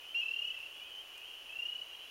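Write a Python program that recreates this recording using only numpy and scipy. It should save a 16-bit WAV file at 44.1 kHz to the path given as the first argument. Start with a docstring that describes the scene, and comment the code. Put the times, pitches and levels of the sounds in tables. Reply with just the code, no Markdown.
"""A reedy pond, with small frogs peeping all round it: each call is a nearly pure whistle, one push
of the vocal sac, sliding upward. Three nearer frogs break their call into a trill; dozens of far
ones blur into a ringing band, and the tree line answers them.
Underneath lie faint wind, a low rumble, microphone hiss and a few ticks of dry reeds."""
import sys
import numpy as np
from scipy import signal
from scipy.fft import rfft, irfft, next_fast_len
from scipy.io import wavfile
from scipy.ndimage import map_coordinates

SR = 44100
rng = np.random.default_rng(int(sys.argv[2]) if len(sys.argv) > 2 else 0)


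def put_to_file(sound):
    """Save the sound as 16-bit audio at rate SR, in the file named by the first command-line argument."""
    columns = np.atleast_2d(sound).T  # one column per channel
    safe = np.clip(columns, -1, 1)
    whole_steps = np.round(safe * 32767)
    wavfile.write(sys.argv[1], SR, whole_steps.astype(np.int16))


N = 92610


def amp(db):
    """Decibels to gain."""
    return 10 ** (np.asarray(db) / 20)


def unit(x):
    """Scale to rms 1."""
    return x / np.sqrt(np.mean(x ** 2) + 1e-20)


def wobble(rate, size):
    """A smooth random modulator, rate knots a second."""
    return map_coordinates(rng.standard_normal(1024), [np.arange(size) * rate / SR], mode="wrap")


def filtered(x, response):
    """EQ x with a gain curve over frequency."""
    size = next_fast_len(N + 8192)
    return irfft(rfft(x, size) * response(np.fft.rfftfreq(size, 1 / SR)), size)[:N]


def noise(eq):
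    """Noise of rms 1, coloured by (f/Hz, level/dB) points."""
    f, db = np.transpose(eq)
    colour = lambda hz: amp(np.interp(np.log(hz + 1), np.log(f + 1), db))
    return unit(filtered(rng.standard_normal(N), colour))


def add(track, start, sound):
    """Mix a sound into the track at a time in seconds."""
    at = round(start * SR) + np.arange(len(sound))
    inside = (at >= 0) & (at < N)
    track[at[inside]] += sound[inside]


# EQ curves of the three bed layers: f/Hz, relative level/dB
WIND_EQ = [(120, -45), (200, -13.5), (269, -4), (480, 2), (2100, -1), (2730, -16), (4620, -120)]
RUMBLE_EQ = [(20, -0.5), (60, -0.5), (110, -5), (160, -7.5), (210, -42), (400, -78)]
HISS_EQ = [(1200, -42), (2200, -10), (3600, 4), (4300, 2), (5000, 2), (6000, 1.5), (7200, -0.5),
           (9000, -1.5), (15500, -3.5)]
def air_bed():
    """Steady wind in reeds and trees, with rumble below and microphone hiss on top."""
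    return amp(-62.5) * noise(WIND_EQ) + amp(-78) * noise(RUMBLE_EQ) + amp(-63) * noise(HISS_EQ)


# EQ curve of the merged calls: f/Hz, relative level/dB
FROG_WASH_EQ = [(1900, -43), (2250, -16), (2500, -5), (2900, -7), (3150, -10.5), (3400, -10.5),
                (3700, -54.5), (4200, -47)]
def frog_wash():
    """The farthest frogs melt into one band of noise."""
    return amp(-59) * noise(FROG_WASH_EQ)


# Overtones of a call: multiples of its pitch; level/dB against the fundamental
OVERTONE_RATIOS = [1.5, 2, 2.5]
OVERTONE_DB = [-34, -34, -39]
def whistle(length, first_hz, last_hz, db, edge_s=0.0075, scoop_hz=0):
    """One push of the vocal sac: a gliding, wavering tone with soft edges and faint overtones."""
    waver_hz, waver_db, waver_per_s = 10.7, -0.67, 179
    scoop_s, shimmer_db = 0.0022, 3.5
    t = np.arange(max(int(length * SR), 2)) / SR
    glide = np.linspace(first_hz, last_hz, len(t)) - scoop_hz * np.exp(-t / scoop_s)
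    hz = glide + waver_hz * wobble(waver_per_s, len(t))
    phase = 2 * np.pi * (np.cumsum(hz) / SR + rng.random())
    overtones = sum(amp(level + shimmer_db * wobble(51, len(t))) * np.sin(ratio * phase)
                    for ratio, level in zip(OVERTONE_RATIOS, OVERTONE_DB))
    gate = np.sin(np.pi / 2 * np.clip(np.minimum(t, length - t) / edge_s, 0, 1)) ** 2
    gain = np.sqrt(2) * amp(db + waver_db * wobble(waver_per_s, len(t)))
    return gain * gate * (np.sin(phase) + overtones)


def tree_echo(x, t60_s=0.67, bloom_s=0.025):
    """The tree line scatters the calls back as a diffuse reverb tail."""
    t = np.arange(SR) / SR
    tail = rng.standard_normal(SR) * amp(-60 * t / t60_s) * (1 - np.exp(-t / bloom_s))
    return signal.fftconvolve(x, tail / np.linalg.norm(tail))[:N]


# Fader ride of the far chorus: t/s, level/dB
CHORUS_RIDE = [(0, -50.5), (.3, -50.5), (.6, -51), (.85, -53.5), (1.08, -55), (1.28, -51), (1.6, -54),
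               (1.85, -54.5), (2.1, -51)]
def far_chorus(calls_per_s=65, call_s=0.09):
    """Many overlapping peeps of random pitch, half lost in their echo."""
    centre_hz, spread_hz, rise_hz, scatter_db = 2944, 115, 165, 2
    calls = np.zeros(N)
    starts = np.arange(-call_s, N / SR, 1 / calls_per_s)
    for start, (late, pitch, loudness) in zip(starts, rng.standard_normal((len(starts), 3))):
        hz = centre_hz + spread_hz * pitch
        call = whistle(call_s, hz - rise_hz / 2, hz + rise_hz / 2, scatter_db * loudness, edge_s=0.011)
        add(calls, start + late / calls_per_s, call)
    fader = amp(np.interp(np.arange(N) / SR, *np.transpose(CHORUS_RIDE)))
    return unit(calls + amp(-2) * tree_echo(calls)) * fader


# Peep cues and one lead-in flick: t/s, length/s, start f/Hz, end f/Hz, level/dB
PEEP_CUES = [(0.013, 0.053, 2480, 2590, -57), (0.067, 0.064, 2990, 3105, -53),
             (0.144, .07, 2725, 2871, -33.5), (.16, 0.08, 3170, 3245, -54.5),
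             (0.175, 0.13, 2390, 2540, -62), (.209, 0.033, 2590, 2627, -40.5),
             (.328, .07, 3030, 3180, -50.5), (0.58, .065, 2540, 2630, -54.5),
             (0.792, 0.047, 2860, 2935, -51.5), (.80, 0.11, 2380, 2634, -58),
             (.85, 0.075, 3140, 3280, -57.5), (0.912, 0.056, 2965, 3060, -50),
             (0.97, 0.052, 3010, 3200, -48), (1.145, 0.11, 2410, 2650, -58), (1.17, .10, 2780, 3020, -55.5),
             (1.24, 0.0603, 3130, 3244, -56.5), (1.477, 0.064, 3102, 3290, -56),
             (1.923, 0.043, 2830, 2940, -49.5), (1.93, 0.033, 3140, 3216, -52.5),
             (1.981, 0.126, 3225, 3405, -63)]
FLICK_CUE = (.141, .009, 2380, 2720, -47)
def peeping_frogs():
    """Rising peeps, each scooped from below; the nearest frog flicks up into its call."""
    out = np.zeros(N)
    for start, *call in PEEP_CUES:
        add(out, start, whistle(*call, scoop_hz=284))
    add(out, FLICK_CUE[0], whistle(*FLICK_CUE[1:], edge_s=0.0012))
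    return out


# Trill cues: first note t/s, last note t/s, notes, start f/Hz, end f/Hz, flattening of the climb/0-1,
# slowing/0-1, note length/s, crest level/dB, swell/dB, fade/dB
TRILL_CUES = [(0.237, .508, 11, 2643, 2945, 0.06, .06, .023, -34.5, 1, 0.5),
              (0.435, .665, 9, 2610, 2722, 0.62, 0.04, .024, -42.5, 3.5, 1.5),
              (1.501, 1.823, 11, 2600, 2934, 0.98, 0, .028, -35, 13.5, 7.5)]
def trilling_frogs(rise_hz=35, scatter_db=0.5):
    """Quick notes climb in pitch; the trill crests a third of the way in, fades and may slow a little."""
    out = np.zeros(N)
    for first, last, count, low_hz, high_hz, bow, slowing, length, db, swell, fade in TRILL_CUES:
        for progress in np.linspace(0, 1, round(count)):
            arch = progress * (1 - progress)
            hz = low_hz + (high_hz - low_hz) * (progress + bow * arch)
            below_crest = np.interp(progress, [0, 0.33, 1], [swell, 0, fade])
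            level = db - below_crest + scatter_db * rng.standard_normal()
            note = whistle(length, hz - rise_hz / 2, hz + rise_hz / 2, level, edge_s=0.011)
            centre = first + (progress - slowing * arch) * (last - first)
            add(out, centre - length / 2, note)
    return out


# Chirp cue: t/s, length/s, start f/Hz, end f/Hz, level/dB
CHIRP_CUE = (.535, .022, 2020, 1980, -58)
def low_chirp():
    """One short, slightly falling blip pitched under the peeps."""
    out = np.zeros(N)
    add(out, CHIRP_CUE[0], whistle(*CHIRP_CUE[1:]))
    return out


# Reed cues: t/s, level/dB
TICK_CUES = [(.59, -59), (.746, -61), (1.178, -51), (1.631, -63)]
# EQ curve of a tick: f/Hz, relative level/dB
TICK_EQ = [(3000, -25), (6000, -5), (8700, 0), (11000, -6), (15000, -22)]
def reed_ticks(decay_s=0.0035):
    """Dry stems touch with a short bright tick."""
    envelope = np.zeros(N)
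    t = np.arange(SR // 20) / SR
    for start, db in TICK_CUES:
        add(envelope, start, amp(db) * np.exp(-t / decay_s))
    return envelope * noise(TICK_EQ)


# Whistle cue: t/s, length/s, start f/Hz, end f/Hz, level/dB
THIN_WHISTLE_CUE = (1.7, .5, 3985, 3960, -74.5)
def thin_whistle():
    """A faint, far tone held almost steady above the chorus."""
    out = np.zeros(N)
    add(out, THIN_WHISTLE_CUE[0], whistle(*THIN_WHISTLE_CUE[1:]))
    return out


def scene():
    """Mono mix: solo calls with a send to the tree line, over the far frogs, air and reeds."""
    bed = air_bed() + reed_ticks() + frog_wash()
    solos = peeping_frogs() + low_chirp() + thin_whistle() + trilling_frogs()
    return (bed + solos + amp(-11) * tree_echo(solos) + far_chorus())[None]


def record(dry):
    """A narrow notch in the microphone's response and the recorder's high cut."""
    notch_hz, half_width_hz, depth, top_hz = 7865, 304, 0.77, 15850
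    notch = lambda hz: 1 - depth / (1 + ((hz - notch_hz) / half_width_hz) ** 2)
    return filtered(dry[0], lambda hz: notch(hz) * (hz < top_hz))[None]


dry = scene()
out = record(dry)
put_to_file(out)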